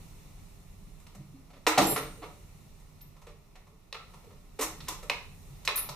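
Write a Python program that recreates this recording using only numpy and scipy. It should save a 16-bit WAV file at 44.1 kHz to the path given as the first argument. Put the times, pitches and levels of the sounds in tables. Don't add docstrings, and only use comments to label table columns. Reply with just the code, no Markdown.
import sys
import numpy as np
from scipy import signal
from scipy.fft import rfft, irfft, next_fast_len
from scipy.io import wavfile
from scipy.ndimage import uniform_filter1d, map_coordinates

SR = 44100
rng = np.random.default_rng(int(sys.argv[2]) if len(sys.argv) > 2 else 0)


def ratio_of_db(decibels):
    return 10 ** (np.asarray(decibels, float) / 20)


def store_wav(level_fs):
    pcm = np.round(np.clip(np.atleast_2d(level_fs), -1, 1) * 32767)
    wavfile.write(sys.argv[1], SR, pcm.T.astype(np.int16))


N = 262395
SPAN = 32768


def along(points, hz):
    f, v = np.transpose(points)
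    return np.interp(np.log(hz + 1), np.log(f + 1), v)


def unit(x):
    return x / np.sqrt(np.mean(x ** 2) + 1e-20)


def causal(gain):
    cepstrum = irfft(np.log(np.maximum(gain, 1e-6)))
    half = len(cepstrum) // 2
    cepstrum[1:half] *= 2
    cepstrum[half + 1:] = 0
    return np.exp(rfft(cepstrum))


def resonance(f, hz, width):
    return 1j * f * width / (hz * hz - f * f + 1j * f * width)


def place(track, room, s, sound, wet_db, lag=1):
    spectrum = rfft(sound, SPAN)
    heard = spectrum * ratio_of_db(wet_db) * room[rng.integers(len(room))]
    heard[0] += spectrum
    heard[1] += spectrum * np.exp(-2j * np.pi * np.fft.rfftfreq(SPAN) * lag)
    start = round(s * SR)
    track[:, start:start + SPAN] += irfft(heard, SPAN)


# freq_hz [Hz], level_db [dB]
CRACK_COLOUR = [(700, -11.5), (1400, 3.5), (2400, -7.5), (4000, -6.5), (6000, -14.5), (9000, -48.5)]


def steel(f):
    return ratio_of_db(along(CRACK_COLOUR, f))


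# mode_hz [Hz], width_hz [Hz], level_db [dB]
DRAWER_MODES = [(430, 130, -3), (595.4, 20, 2.5), (712, 38, -5), (985, 200, -2.5), (1122, 230, -2),
                (1360, 99, 1)]
# freq_hz [Hz], level_db [dB]
EDGE_COLOUR = [(2500, -44), (4500, -1), (6000, 7.5), (8000, 8), (10000, 3.5), (13000, 5.5), (16000, -10.5)]


def strike(track, room, rows, body, length_s, blow_db, gain_db, wet_db):
    size = SPAN // 4
    t, f = np.arange(size) / SR, np.fft.rfftfreq(size, 1 / SR)
    drawer = sum((-1) ** k * ratio_of_db(level) * resonance(f, hz, w) for k, (hz, w, level) in enumerate(DRAWER_MODES))
    for s, db, knock_db, bright_db, panel_hz, crack_hz in rows:
        grit = rng.standard_normal((2, size))
        swell = t / length_s * np.exp(1 - t / length_s)
        slide = swell * grit[0] * ratio_of_db(4.3 * grit[1])
        slide = rfft(slide / np.linalg.norm(slide))
        force = slide + ratio_of_db(blow_db)
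        force, slide = [v / causal(uniform_filter1d(abs(v) ** 2, size=24) ** (0.6 / 2)) for v in (force, slide)]

        crack = causal(body(f) * (1 + ratio_of_db(17.5) * abs(resonance(f, crack_hz, 0.83 * crack_hz))))
        nearest = ratio_of_db(3.5) * abs(resonance(f, panel_hz, 76))
        panels = causal((abs(drawer) + nearest) * f ** 2 / (f ** 2 + 350 ** 2))
        dulling_db = 0.62 * bright_db * np.log2(1 + f / 7000)
        bright = causal(ratio_of_db(along(EDGE_COLOUR, f) + dulling_db))

        parts = [irfft(force * crack), irfft(force * panels), irfft(slide * bright)]
        peaks = [np.sqrt(uniform_filter1d(p ** 2, size=128).max()) for p in parts]
        sound = sum(ratio_of_db(d) * p / top for d, p, top in zip((0, knock_db, bright_db), parts, peaks))
        place(track, room, s, ratio_of_db(db + gain_db) * sound, wet_db)


# [Hz, loudest panel]
CONTACTS = [
    (1.6666, -12, -6.5, -14, 1010),
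    (1.6719, -15, -1.5, -13.5, 980),
    (1.6806, -28.5, -11, 2, 1130),
    (1.7764, -20, 7.5, -9, 764),
    (1.7864, -17.5, 3, -13, 714),
    (1.8163, -24, -2, -9, 710),
    (1.9622, -23.5, -1, -15, 1326),
    (5.1107, -39, 9, -29, 993),
    (5.6854, -25, -0.5, -16, 1024),
    (5.7561, -52, -15, 15, 1360),
]


def heavy_tools(track, room):
    rows = [(*row, 1910) for row in CONTACTS]
    strike(track, room, rows, steel, length_s=0.0026, blow_db=-4, gain_db=-3.5, wet_db=1.0)


# [Hz, crack centre]
TICKS = [(1.068, -46.5, -9.5, -10, 2910), (1.7804, -15.5, -21, -8, 3780), (3.0095, -52, -15, -12, 4550),
         (4.805, -38, -25.5, -17, 3990), (4.8835, -28.5, -14, -1.5, 3080), (4.8839, -38, 6.5, -0.5, 5490),
         (5.6505, -35, -21, -2, 4230), (5.772, -33, -25, -17, 5830), (5.89, -34, 2, -9, 5540),
         (5.897, -42.5, -5, -8, 3050), (5.657, -61, -23, 1, 5000)]


def small_parts(track, room):
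    rows = [(*row[:-1], 988, row[-1]) for row in TICKS]  # panel, Hz
    strike(track, room, rows, steel, length_s=0.0026, blow_db=-4, gain_db=-3.5, wet_db=1.0)


# mode_hz [Hz], width_hz [Hz], level_db [dB]
UPPER_PANEL_MODES = [(1880, 65, -6), (2100, 12, -15), (2460, 49, -2), (2610, 20, -1), (2910, 8.2, -11.5),
                     (3370, 30, -20), (3560, 28, -27), (3950, 27, -7), (4250, 62, -21), (4960, 56, -11),
                     (6640, 37, -14)]


def holder(f):
    damping_hz = 70
    panel_modes = sum(ratio_of_db(db) * abs(resonance(f, hz, w + damping_hz)) for hz, w, db in UPPER_PANEL_MODES)
    return ratio_of_db(-1) * steel(f) + panel_modes


# [Hz, crack centre]
SNAPS = [
    (3.9267, -28.5, -12, -16.5, 4020),
    (5.098, -14.5, -11.5, -18, 2330),
    (5.6762, -12.5, -20, -17, 2840),
]


def holder_snaps(track, room):
    rows = [(*row[:-1], 1150, row[-1]) for row in SNAPS]  # panel, Hz
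    strike(track, room, rows, holder, length_s=0.0015, blow_db=-4, gain_db=-3.0, wet_db=-2.0)


# [Hz, loudest panel]
DRAGS = [(1.4997, -53.5, 1.5, -13, 720), (1.53, -53, 2, -15, 600), (1.5594, -54.5, 3, -13, 576),
         (3.2834, -55, -6, -9.5, 450), (4.3046, -57, 5.5, -13, 462), (4.589, -31.5, 2, -5.5, 465),
         (4.6079, -29, 1.5, 2.5, 1080), (4.6244, -31, -5.5, 2.5, 850), (4.8723, -41, -24, -19, 972),
         (5.7744, -32.5, -7.5, -14, 1330), (2.218, -45.5, 6, -24, 716)]


def dragged_tools(track, room):
    rows = [(*row, 2230) for row in DRAGS]
    strike(track, room, rows, steel, length_s=0.0077, blow_db=-24, gain_db=-5.0, wet_db=-1.0)


# [Hz, loudest panel]
TOUCHES = [(0.9994, -59.5, -10, 1, 1180), (1.1473, -55, 1, 0, 626), (1.9747, -32, -1, -8, 450),
           (2.029, -43.5, -0.5, -23, 445), (2.2288, -46.5, 6.5, -16, 1204), (2.2398, -46.5, 3.5, -15, 470),
           (2.799, -68, -5, 5, 509), (3.1644, -61.5, 3.5, -7, 1020), (3.2158, -57, 3, -5, 980),
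           (3.267, -48.5, 2, -12, 436), (3.554, -51.5, -5, -10, 714), (3.669, -63.5, 5, -6, 1070),
           (3.9444, -38, -1.5, -20, 1350), (4.137, -55.5, 6, -4, 970), (4.2401, -61.5, 9, -4, 460),
           (5.028, -47, 3, -3.5, 430)]


def soft_touches(track, room):
    rows = [(*row, 2230) for row in TOUCHES]
    strike(track, room, rows, steel, length_s=0.0043, blow_db=-15.5, gain_db=-2.5, wet_db=1.5)


SOCKET_HZ = [
    [7590, 7757],
    [8640],
    [9610],
    [13265],
    [9890, 10450, 9640],
    [10960, 11100, 11480, 10760, 11900],
    [13290, 13845, 13580, 12880, 14150, 12500],
]
# rattle [share 0-1], then modes of level_db [dB], t60_s [s]
SOCKET_MODES = [
    (.03, [(0, 1.0), (-18, .3)]),
    (.03, [(0, .85)]),
    (.03, [(0, .75)]),
    (.08, [(5.5, .4)]),
    (.45, [(6.5, 0.18), (-1, .15), (-7, .2)]),
    (.6, [(-1, 0.22), (3.5, 0.23), (3.5, .12), (-6, .2), (-8, .15)]),
    (0.55, [(5, .3), (1, .3), (-6, .2), (-10, .2), (-5, .15), (-12, .2)]),
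]
# [s, until a neighbour damps it]
SOCKET_BLOWS = [
    [(1.850, -36, .105)],
    [(1.860, -45, .34)],
    [(1.893, -40, .36)],
    [(1.893, -31, .035), (3.013, -52, .02), (3.030, -66, .09)],
    [(1.882, -48, .3), (1.893, -34.5, .4), (5.757, -44, .2), (5.770, -32, .2), (5.795, -41, .2)],
    [(1.832, -44, .1), (1.868, -34.5, .1), (1.895, -36.5, .1), (1.925, -36.5, .1), (1.965, -45, .1),
     (5.757, -33.5, 0.22), (5.785, -35.5, .2), (5.82, -42, .1)],
    [(1.832, -44, .05), (1.860, -39, .04), (1.885, -36, .05), (1.940, -46, 0.087), (2.0, -52, .08),
     (5.757, -30.5, .2), (5.790, -43, .2)],
]


def sockets(track, room):
    t = np.arange(SPAN // 2) / SR
    for tones, (rattle, modes), blows in zip(SOCKET_HZ, SOCKET_MODES, SOCKET_BLOWS):
        for s, db, free_s in blows:
            knots = rng.standard_normal((len(modes), 2, 128))
            ring = 0
            for hz, (level_db, t60), pair in zip(tones, modes, knots):
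                a, b = [map_coordinates(k, [t * 300], mode="wrap") for k in pair]
                turn = 2 * np.pi * hz * t
                tone = (1 - rattle + rattle * a) * np.sin(turn) + rattle * b * np.cos(turn)
                ring = ring + ratio_of_db(level_db - 60 * t / t60) * tone
            caught = ratio_of_db(-60 * np.maximum(t - free_s, 0) / 0.04)
            onset = 1 - np.exp(-t / 0.002)
            place(track, room, s, ratio_of_db(db) * onset * caught * ring, wet_db=-9, lag=0.7)


# wall_hz [Hz], t60_s [s], then pushes of start_s [s], level_db [dB peak]
WALLS = [
    (450, 0.15, [(1.671, -21), (1.781, -30.5), (1.965, -30), (2.025, -37.5), (2.184, -41.5), (2.225, -39), (3.271, -46.5), (3.723, -58.5), (3.931, -45.5), (4.272, -47.5), (4.589, -29.5), (5.035, -47)]),
    (311.7, .28, [(1.201, -53.5), (1.671, -27), (1.814, -24.5), (2.214, -46), (4.619, -39), (4.883, -44.5)]),
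    (270.8, .26, [(1.34, -46.5), (1.529, -56), (1.778, -23), (1.961, -41), (4.594, -38), (5.104, -50)]),
    (193.2, 0.31, [(1.152, -44), (1.779, -27), (1.849, -48)]),
    (140.8, 0.46, [(1.184, -43.5), (1.778, -31.5), (1.849, -32.5), (5.49, -47), (5.899, -46.5)]),
]


def cabinet(track, room):
    t = np.arange(SPAN // 2) / SR
    for wall_hz, t60, pushes in WALLS:
        for (s, db), bend in zip(pushes, rng.standard_normal(len(pushes))):
            beat = 1 + 0.5 * np.cos(2 * np.pi * 0.074 * wall_hz * t + 3 * bend)
            ring = beat * np.sin(2 * np.pi * wall_hz * (1 + 0.02 * bend) * t)
            onset = 1 - np.exp(-t / 0.0035)
            place(track, room, s, ratio_of_db(db - 60 * t / t60) * onset * ring, wet_db=-10)


def widened(pair, alike, f):
    turn = np.arccos(np.clip(along(alike, f), -0.99, 0.99)) / 2
    middle, side = np.cos(turn) * pair[0], np.sin(turn) * pair[1]
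    return np.array([middle + side, middle - side])


# freq_hz [Hz], t60_s [s]
GARAGE_DECAY = [(150, 1), (500, 0.38), (1400, 0.42), (4000, 0.44), (10000, 0.31)]
# freq_hz [Hz], likeness [-1 to 1]
ECHO_LIKENESS = [(60, 0.81), (130, 0.93), (290, 1), (640, 0.86), (1410, 0.6), (3100, -0.049), (6820, -0.14),
                 (15000, -0.33)]


def echo():
    size = SPAN // 2
    hz, t, z = signal.stft(rng.standard_normal((2, size)), SR, nperseg=256)
    decay = ratio_of_db(-60 * t / along(GARAGE_DECAY, hz)[:, None])
    tail = signal.istft(z * decay, SR, nperseg=256)[1][:, :size]
    tail *= 1 - np.exp(-np.arange(size) / SR / 0.00052)
    spectra = rfft(tail / np.linalg.norm(tail[0]), SPAN)
    return widened(spectra, ECHO_LIKENESS, np.fft.rfftfreq(SPAN, 1 / SR))


# freq_hz [Hz], likeness [-1 to 1]
FLOOR_LIKENESS = [(60, 0.86), (130, 0.94), (290, 0.45), (640, 0.24), (1410, 0.3), (3100, 0.15),
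                  (6820, 0.014), (15000, -0.32)]


def rush(colour, patchy_db):
    m = next_fast_len(N + SR)
    z = signal.stft(rng.standard_normal((2, m)), nperseg=512)[2]
    patches = uniform_filter1d(rng.standard_normal(z.shape[1:]), size=5, axis=0)
    patches = unit(uniform_filter1d(patches, size=8, axis=1))
    pair = signal.istft(z * ratio_of_db(patchy_db * patches), nperseg=512)[1][:, :m]
    f = np.fft.rfftfreq(m, 1 / SR)
    spectra = rfft(pair) * ratio_of_db(along(colour, f))
    return unit(irfft(widened(spectra, FLOOR_LIKENESS, f), m)[:, :N])


# freq_hz [Hz], level_db [dB per Hz]
RUMBLE = [(12, -27.5), (20, 2), (38, 3.5), (65, -13), (92, -5.5), (123, -15.5), (151, -6.5), (367, -32.5),
          (403, -19.5), (431, -33), (500, -41), (650, -64.5), (1100, -120)]
SHUFFLE = [(150, -36), (300, -2), (700, -5), (1400, -5.5), (2200, -18.5)]
RUSTLE = [(1000, -25), (1700, 3.5), (3000, 1), (6000, -4), (8500, -29.5)]
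HISS = [(4000, -26), (6500, -1), (10000, -2.5), (13000, -4.5), (15000, -3.5)]
JOLT = [(150, -21), (300, -3.5), (750, 0), (1100, -8), (2200, -22)]
# [dB, effort]
OPENING = [(0, 7, 2.5), (0.65, 3.5, -1.5), (1.1, 0.5, -1.5), (1.6, -7, -2), (2.1, 10, 2.5), (2.45, 5, -0.5),
           (3.0, -2, -2), (3.45, -10.5, -3.5), (3.93, -11, -4.5), (4.12, 1.5, 0.5), (4.5, -3, -2),
           (4.8, 10.5, 2.5), (5.2, 6, -1.5), (5.5, 7, 1), (5.95, 0, 6)]
# start_s [s], level_db [dB], t60_s [s]
SHAKES = [
    (1.80, -22, 0.29),
    (1.9, -34, 0.31),
    (4.82, -63, 0.98),
    (5.79, -52, 0.57),
]


def background():
    t = np.arange(N) / SR
    time_s, *cols = np.transpose(OPENING)
    open_db, hand_db = [np.interp(t, time_s, c) for c in cols]
    shake = 0
    for s, db, t60 in SHAKES:
        since = np.maximum(t - s, 0)
        shake = shake + ratio_of_db(db - 60 * since / t60) * (1 - np.exp(-since / 0.033))

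    shuffle = ratio_of_db(-61.5 + hand_db)
    rustle = ratio_of_db(-65.5 + hand_db + 0.19 * open_db) + ratio_of_db(-3) * shake
    hiss = ratio_of_db(-69 + open_db) + ratio_of_db(-20) * shake
    rumble = ratio_of_db(-50.5 + 0.4 * open_db) + ratio_of_db(-7.5) * shake
    rummage = shuffle * rush(SHUFFLE, patchy_db=0.0) + rustle * rush(RUSTLE, patchy_db=-1)
    jolt = ratio_of_db(3.5) * shake * rush(JOLT, patchy_db=5.5)
    return rumble * rush(RUMBLE, patchy_db=1.16) + rummage + jolt + hiss * rush(HISS, patchy_db=1.2)


def scene():
    track = np.zeros((2, N + SPAN))
    room = [echo() for _ in range(16)]
    for source in (heavy_tools, small_parts, holder_snaps, soft_touches, dragged_tools, cabinet, sockets):
        source(track, room)
    return track[:, :N] + background()


def band_limit(x):
    return signal.sosfilt(signal.butter(12, 15640, fs=SR, output="sos"), x)


# notch_hz [Hz], width_hz [Hz], depth_db [dB]
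CAVITY = [(1594, 664, -11.5), (3195, 550, -6), (4760, 260, -9)]
# freq_hz [Hz], left_minus_right_db [dB]
CAPSULE_TILT = [(100, -2), (700, -1.65), (4000, -1.5), (10000, 0.5)]


def record(dry):
    m = next_fast_len(N + SR // 4)
    f = np.fft.rfftfreq(m, 1 / SR)
    cavity = np.prod([1 - (1 - ratio_of_db(db)) * resonance(f, hz, w) for hz, w, db in CAVITY], axis=0)
    sides = ratio_of_db(along(CAPSULE_TILT, f) * np.array([[0.5], [-0.5]]))
    low_cut = f ** 2 / (f ** 2 + 18 ** 2)
    top_cut = 1 / (1 + (f / 15150) ** 120)
    mix = irfft(rfft(dry, m) * cavity * sides * low_cut * top_cut, m)[:, :N]
    return band_limit(mix)


dry = scene()
out = record(dry)
store_wav(out)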